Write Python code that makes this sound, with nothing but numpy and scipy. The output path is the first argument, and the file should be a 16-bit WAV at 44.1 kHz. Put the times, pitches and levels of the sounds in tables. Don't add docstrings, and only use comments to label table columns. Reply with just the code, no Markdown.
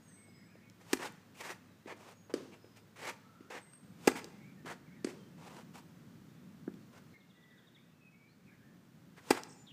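import sys
import numpy as np
from scipy import signal
from scipy.fft import rfft, irfft
from scipy.io import wavfile

SR = 44100
rng = np.random.default_rng(int(sys.argv[2]) if len(sys.argv) > 2 else 0)


def wav_record(signal):
    frames = np.transpose(np.atleast_2d(signal))
    bounded = np.clip(frames, -1, 1)
    quanta = np.round(bounded * 32767).astype(np.int16)
    wavfile.write(sys.argv[1], SR, quanta)


N = 428652
TIME = np.arange(N) / SR
AGE = TIME[:SR // 2]

# t/s, thump level/dB, thump f/Hz, ring level/dB, crack level/dB, snap level/dB, string contact/s
SERVES = [(0.9313, -19, 336, -29.5, -22.5, -8.5, 0.0034), (4.074, -11.5, 339, -12, -20, -18, 0.005),
          (9.3053, -14, 328, -11.5, -21.5, -26, 0.00496)]
# f/Hz, level/dB, t60/s
RACKET_MODES = [(778, -1.5, .022), (880, -1.5, .015), (1000, -9, .02), (1208, -13, .028), (1326, -14, .026),
                (1507, -18, .035), (1645, -18, .04), (2007, -14, .04), (2403, -15, .024), (2670, -14, .02)]
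# f/Hz, level/dB
CRACK_SPECTRUM = [(300, 14), (1000, -2), (1600, 2), (2600, -0.5), (3400, -9), (4000, -6), (4700, 0.5),
                  (5800, -6.5), (8200, -3.5), (10500, -16), (15000, -15)]
# t/s, thump level/dB, thump f/Hz, crack level/dB, crack top f/Hz, after-rumble level/dB
FAR_KNOCKS = [(2.339, -20.5, 358, -34, 13000, -46), (5.0454, -23.5, 294, -33, 11000, -70),
              (6.6773, -27.5, 273, -32, 1550, -81)]
# f/Hz, level/dB
SETTLING_SPECTRUM = [(100, -25), (220, 1.5), (370, 5), (500, -2.5), (750, -14.5), (1050, -11),
                     (1500, -16.5), (2050, -19.5), (2800, -20.5), (6000, -23), (15000, -41)]
# t/s, thump level/dB, thump f/Hz
FOOTFALLS_AT = [(.283, -53, 490), (.554, -49, 480), (0.997, -38.5, 330), (1.858, -41, 303),
                (2.643, -46, 377), (3.406, -45, 274), (3.503, -44.5, 400), (4.155, -37, 290),
                (4.244, -42, 400), (4.648, -41.5, 278), (5.071, -31.5, 340), (5.568, -48, 254),
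                (6.738, -47.5, 220), (9.344, -52, 400)]
# t/s, length/s, end level/dB, swell on the way/dB, tilt/(dB/octave), rasp f/Hz
SLIDES_AT = [(0.799, 0.017, -61.5, 11, 1, 2040), (0.988, 0.076, -41.5, 8, 0.44, 1720),
             (1.342, 0.068, -53.5, 14.5, 3, 2400), (1.397, .014, -45, 20, 0.8, 2150),
             (1.43, 0.088, -46, 3, 1.2, 1900), (1.869, 0.058, -50, -1.5, -2.1, 1990),
             (1.962, .16, -57.5, 7, 0.9, 760), (2.294, 0.013, -54, -1, -3, 1100),
             (2.515, .026, -59, 6, -0.8, 2480), (2.759, 0.013, -55, 4, 1.6, 2500),
             (2.957, 0.14, -40.5, 19, .4, 2050), (3.5, 0.083, -48.5, -1, -0.6, 1860),
             (4.152, 0.033, -45, -1, 1.2, 2100), (4.655, 0.07, -47, 1, -0.2, 1600),
             (5.058, 0.05, -57.5, 0, 1.5, 2100), (5.374, .106, -54.5, 8, -0.1, 786),
             (5.492, .12, -57, 1, 0.5, 940), (5.736, 0.051, -55.5, 4.5, 1.8, 850),
             (6.924, 0.059, -61, 5.5, 0.5, 1320), (9.16, 0.027, -57, 13, 0.2, 1760),
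             (9.332, 0.043, -40, 14, -0.2, 1600)]
# f/Hz, level/dB
SAND_SPECTRUM = [(120, -26), (300, 2), (500, 5), (650, -0.5), (900, 4), (1300, -1.5), (1800, -5),
                 (2600, -5.5), (3800, -11), (6000, -13), (8200, -15), (10500, -22.5), (15000, -26.5)]
# t/s, level/dB, f/Hz
TICKS_AT = [(.699, -52, 5030), (1.123, -54, 8900), (3.735, -46.5, 1960), (6.74, -57, 3500),
            (4.2438, -37.5, 5500), (9.435, -35.5, 6500)]
# t/s, length/s, f/Hz, glide/octave, level/dB
BIRD_NOTES = [(0, 0.29, 8220, .02, -70.5), (.24, 0.29, 7860, -.03, -82), (0, 0.17, 6450, -0.24, -74.5),
              (0.073, .06, 1800, 0.24, -75), (.12, 0.37, 2177, -0.084, -71.5),
              (0.232, 0.35, 5074, .02, -77), (.61, 0.11, 2230, 0.031, -73),
              (2.13, 0.15, 6640, -0.032, -76.5), (2.5, 0.35, 5100, -0.095, -79),
              (3.171, 0.4, 1333, 0.11, -70), (3.583, .23, 8360, .08, -66), (3.638, 0.09, 2050, 0, -74),
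              (4.304, 0.24, 2230, 0.24, -70.5), (4.568, 0.061, 1810, -0.03, -68),
              (5.18, .075, 3180, -.06, -70), (7.133, 0.045, 2153, -.07, -63.5),
              (7.134, 0.044, 1830, 0.083, -70), (7.326, 0.25, 1970, 0.0078, -67.5),
              (7.49, .13, 1750, -0.28, -72), (7.756, 0.039, 2170, 0.33, -67),
              (7.996, 0.11, 2574, -0.051, -68.5), (8.103, .24, 2293, 0.12, -69.5),
              (8.278, 0.063, 4270, 0.31, -74.5), (8.449, .12, 2220, -0.43, -70),
              (8.584, 0.132, 1740, 0.19, -71.5), (9.545, 0.103, 7080, 0, -72),
              (9.66, 0.068, 3300, -0.59, -59)]
# t/s, length/s, level/dB
WARBLER_PHRASES = [(.35, .29, -75), (4.856, .14, -72.5), (8.46, .07, -72.5)]
CHIP_TIMES_S = [7.2, 7.294, 7.355, 7.42, 7.501, 7.573, 7.667, 7.744]
# delay/s, level/dB
ECHOES_AT = [(.0085, -21.5), (0.04, -20.5), (.105, -56)]
# f/Hz, level/dB, t60/s
TREE_TAIL = [(151, 3, 0.3), (400, -7.5, 0.69), (1100, -3, 0.7), (2500, -8.5, 0.85), (5500, -6, 0.7),
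             (11000, 2.5, 0.25)]
# start t/s, rumble level/dB, air level/dB
BACKGROUND_STEPS = [(0, -62, -68), (1.6, -63.5, -68.5), (3.829, -56.5, -66.5), (7.149, -64.5, -70.5),
                    (8.45, -60.5, -69)]
# f/Hz, level/dB
RUMBLE_SPECTRUM = [(25, -38), (50, -27), (75, -14), (110, -4), (170, 2.5), (230, -0.5), (330, -9),
                   (450, -21.5), (700, -41), (1500, -78)]
# f/Hz, level/dB
AIR_SPECTRUM = [(100, -5.5), (450, 9.5), (800, 2.5), (1500, 3), (2500, -3), (3500, -5), (4700, -7),
                (7000, -9), (10500, -15), (14500, -11.5)]

GRIT_DB, GRIT_TOP_HZ, SETTLING_DB = -10, 3500, -20
RASP_DB = -5
ARCH_OCTAVES = 0.016
WARBLE, WARBLE_REF_HZ, WARBLE_FALL_POWER, WARBLE_PER_OCTAVE = 0.012, 2020, 1.7, 0.172
PHRASE_STEP_S, PHRASE_NOTE_S, PHRASE_LOW_HZ, PHRASE_HIGH_HZ = 0.025, 0.063, 1550, 2540
RUN_START_DB, RUN_END_DB = -75, -66
TWITTER_S, TWITTER_LENGTH_S, TWITTER_DB = 9.477, 0.067, -62
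TWITTER_HZ, TWITTER_SWING_HZ, TWITTER_SWINGS_PER_S = 6900, 1600, 40
HUM_DB, HUM_STOPS_S, HUM_FADE_S = -70.5, 3.3, 0.13
CUTOFF_HZ = 15400


def from_db(db):
    return 10 ** (np.asarray(db) / 20)


def rms_one(x):
    return x / np.sqrt(np.mean(x ** 2) + 1e-20)


def add(out, s, sound):
    start = int(np.clip(round(s * SR), 0, N - 1))
    out[start:start + len(sound)] += sound[:N - start]


def band(x, low_hz, high_hz, order=2):
    edges_hz = [low_hz, min(high_hz, 0.48 * SR)]
    sos = signal.butter(order, edges_hz, "band", fs=SR, output="sos")
    return signal.sosfilt(sos, x + 1e-18)


def white():
    return rng.standard_normal(len(AGE))


def click():
    return 1. * (AGE == 0)


def noise(spectrum, size, tilt_db=0):
    octave = np.log2(np.maximum(np.fft.rfftfreq(size, 1 / SR), 1))
    hz, db = np.transpose(spectrum)
    colour_db = np.interp(octave, np.log2(hz), db)
    colour_db = colour_db + tilt_db * np.maximum(octave - np.log2(hz[1]), 0)
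    return rms_one(irfft(rfft(rng.standard_normal(size)) * from_db(colour_db), size))


def drift(knots_per_s, t):
    knots = rng.standard_normal(len(t))
    return np.interp(t * knots_per_s, np.arange(len(t)), knots)


def burst(hold_s, decay_s):
    return np.exp(-np.maximum(AGE - hold_s, 0) / decay_s)


def onset(rise_s):
    return 1 - np.exp(-AGE / rise_s)


def thump(hz, spread):
    spread = max(spread, 1.1)
    push = band(click(), hz / spread, hz * spread, order=3)
    return push / np.abs(push).max()


def racket_ring():
    ring = np.zeros(len(AGE))
    for k, (hz, db, t60_s) in enumerate(RACKET_MODES):
        ring += (-1) ** k * from_db(db - 60 * AGE / t60_s) * np.sin(2 * np.pi * hz * AGE)
    return ring


def serves(ring_rise_s=0.0011, puff_db=-33, buzz_db=-22, buzz_s=0.017, swish_db=-50, swish_s=0.038):
    out = np.zeros(N)
    ring = racket_ring()
    for s, thump_db, hz, ring_db, crack_db, snap_db, dwell_s in SERVES:
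        squash = thump(hz, spread=1.382) + from_db(puff_db) * thump(80, spread=1.7)
        add(out, s + dwell_s / 4, from_db(thump_db) * squash)

        crack = band(noise(CRACK_SPECTRUM, len(AGE)), 450, 18000) * burst(dwell_s, decay_s=0.0034)
        snap = band(click(), 1000, 11000)
        add(out, s, from_db(crack_db) * crack - from_db(snap_db) * snap)

        buzz = from_db(buzz_db) * rms_one(band(white(), 700, 1900, order=1)) * burst(0, buzz_s)
        ringing = band((ring + buzz) * onset(ring_rise_s), 220, 16000)
        add(out, s + dwell_s / 2, from_db(ring_db) * ringing)

        speed = np.exp(-np.abs(AGE - AGE.mean()) / swish_s)
        swish = speed * noise(SAND_SPECTRUM, len(AGE), tilt_db=1.7)
        add(out, s - AGE.mean(), from_db(swish_db) * swish)
    return out


def impact(thump_db, hz, grit_db, top_hz, settling_db, settle_s=0.095, grit_s=0.0042, thump_lag_s=0.00025):
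    grit = band(noise(CRACK_SPECTRUM, len(AGE)), 670, max(top_hz, 900), order=4)
    grit = grit * burst(hold_s=0.0013, decay_s=grit_s)
    settling = noise(SETTLING_SPECTRUM, len(AGE)) * burst(hold_s=0.019, decay_s=settle_s) * onset(0.0019)
    push = np.interp(AGE - thump_lag_s, AGE, thump(hz, spread=1.386), left=0)
    return from_db(grit_db) * grit + from_db(thump_db) * push + from_db(settling_db) * settling


def knocks():
    out = np.zeros(N)
    for s, thump_db, hz, crack_db, top_hz, rumble_db in FAR_KNOCKS:
        add(out, s, impact(thump_db, hz, crack_db, top_hz, rumble_db))
    return out


def footfalls():
    out = np.zeros(N)
    for s, db, hz in FOOTFALLS_AT:
        add(out, s, impact(db, hz, db + GRIT_DB, GRIT_TOP_HZ, db + SETTLING_DB))
    return out


def slides(grain_db=1.64, grip_db=1.54, bite_s=0.0035, stop_s=0.014, rasp_width_hz=700):
    out = np.zeros(N)
    for s, length_s, db, swell_db, tilt_db, rasp_hz in SLIDES_AT:
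        level_db = np.interp(AGE, [0, length_s], [db - swell_db, db])
        level_db = level_db + grip_db * drift(91.6, AGE)
        contact = onset(bite_s) * burst(length_s, stop_s)
        grains = from_db(grain_db * drift(607.4, AGE))
        sand = rms_one(noise(SAND_SPECTRUM, len(AGE), tilt_db) * grains)
        low_hz = max(rasp_hz - rasp_width_hz / 2, 100)
        rasp = rms_one(band(white(), low_hz, rasp_hz + rasp_width_hz / 2))
        add(out, s, from_db(level_db) * contact * (sand + from_db(RASP_DB) * rasp))
    return out


def ticks(decay_s=0.00089):
    out = np.zeros(N)
    for s, db, hz in TICKS_AT:
        tick = rms_one(band(white(), hz / 1.6, hz * 1.12, order=1)) * burst(0, decay_s)
        add(out, s, from_db(db) * tick)
    return out


def whistle(length_s, pitches_hz, warble):
    t = TIME[:int(length_s * SR)]
    glide_hz = np.polyval(np.polyfit([0, 0.5, 1], pitches_hz, 2), t / length_s)
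    hz = glide_hz * (1 + warble * drift(527, t))
    swell = signal.windows.tukey(len(t), 0.5) * from_db(2.7 * drift(47.0, t))
    return np.sqrt(2) * swell * np.sin(2 * np.pi * np.cumsum(hz) / SR)


def slur(length_s, hz, glide_octaves):
    half = glide_octaves / 2
    pitches_hz = hz * 2 ** np.array([-half - ARCH_OCTAVES, 0, half - ARCH_OCTAVES])
    warble = WARBLE * (WARBLE_REF_HZ / hz) ** WARBLE_FALL_POWER
    warble += WARBLE_PER_OCTAVE * abs(glide_octaves) * WARBLE_REF_HZ / hz
    return whistle(length_s, pitches_hz, warble)


def chips():
    out = np.zeros(N)
    for s, db in zip(CHIP_TIMES_S, np.linspace(RUN_START_DB, RUN_END_DB, len(CHIP_TIMES_S))):
        add(out, s, from_db(db) * whistle(0.028, [3950, 3550, 3150], warble=0.0054))
    return out


def twitter():
    t = TIME[:int(TWITTER_LENGTH_S * SR)]
    hz = TWITTER_HZ - TWITTER_SWING_HZ * np.cos(2 * np.pi * TWITTER_SWINGS_PER_S * t)
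    return np.sqrt(2) * signal.windows.tukey(len(t), 0.5) * np.sin(2 * np.pi * np.cumsum(hz) / SR)


def birds(phrase_glide_octaves=0.396):
    out = chips()
    add(out, TWITTER_S, from_db(TWITTER_DB) * twitter())
    for s, length_s, hz, glide_octaves, db in BIRD_NOTES:
        add(out, s, from_db(db) * slur(length_s, hz, glide_octaves))
    for s, length_s, db in WARBLER_PHRASES:
        for start_s in np.arange(s, s + length_s, PHRASE_STEP_S):
            hz = rng.uniform(PHRASE_LOW_HZ, PHRASE_HIGH_HZ)
            glide_octaves = phrase_glide_octaves * rng.uniform(-1.02, 1)
            add(out, start_s, from_db(db) * slur(PHRASE_NOTE_S, hz, glide_octaves))
    return out


def chorus(count=36, level_db=-78):
    out = np.zeros(N)
    for when, span, height, slope in rng.random((count, 4)):
        hz = 1600 * 3 ** height
        glide = 1 + 0.2 * (slope - 0.5) * np.array([-1, 0, 1])
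        note = whistle(0.06 + 0.18 * span, hz * glide, warble=0.026)
        add(out, when * N / SR, from_db(level_db) * note)
    return out


def fences(x):
    out = np.zeros(N)
    dull = band(x, 350, 5000, order=1)
    for delay_s, db in ECHOES_AT:
        add(out, delay_s, from_db(db) * dull)
    return out


def trees(x, build_s=0.004):
    tail = np.zeros(len(AGE))
    for hz, db, t60_s in TREE_TAIL:
        tail += from_db(db - 60 * AGE / t60_s) * band(white(), hz / 1.58, hz * 1.52)
    response = tail * onset(build_s) / np.sqrt(len(AGE) / 20)
    return signal.fftconvolve(x, response)[:N]


def background(hum_hz=105):
    starts_s, rumble_db, air_db = np.transpose(BACKGROUND_STEPS)
    step = np.searchsorted(starts_s[1:], TIME)
    rumble = from_db(rumble_db[step] + 0.82 * drift(9.8, TIME)) * noise(RUMBLE_SPECTRUM, N)
    air = from_db(air_db[step] + 0.5 * drift(2.5, TIME)) * noise(AIR_SPECTRUM, N)
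    running = np.exp(-np.maximum(TIME - HUM_STOPS_S, 0) / HUM_FADE_S)
    wavering_hz = hum_hz + 2.1 * drift(8.4, TIME)
    tone = rms_one(np.sin(2 * np.pi * np.cumsum(wavering_hz) / SR))
    return rumble + air + from_db(HUM_DB) * running * tone


def scene():
    play = serves() + knocks() + footfalls() + slides() + ticks()
    song = birds()
    near = play + fences(play) + from_db(-14) * trees(play)
    far = from_db(-1.5) * song + from_db(-2.5) * trees(song + chorus())
    return (near + far + background())[None]


def record(dry):
    sos = signal.ellip(12, 0.1, 70, CUTOFF_HZ, fs=SR, output="sos")
    return signal.sosfilt(sos, dry)


dry = scene()
out = record(dry)
wav_record(out)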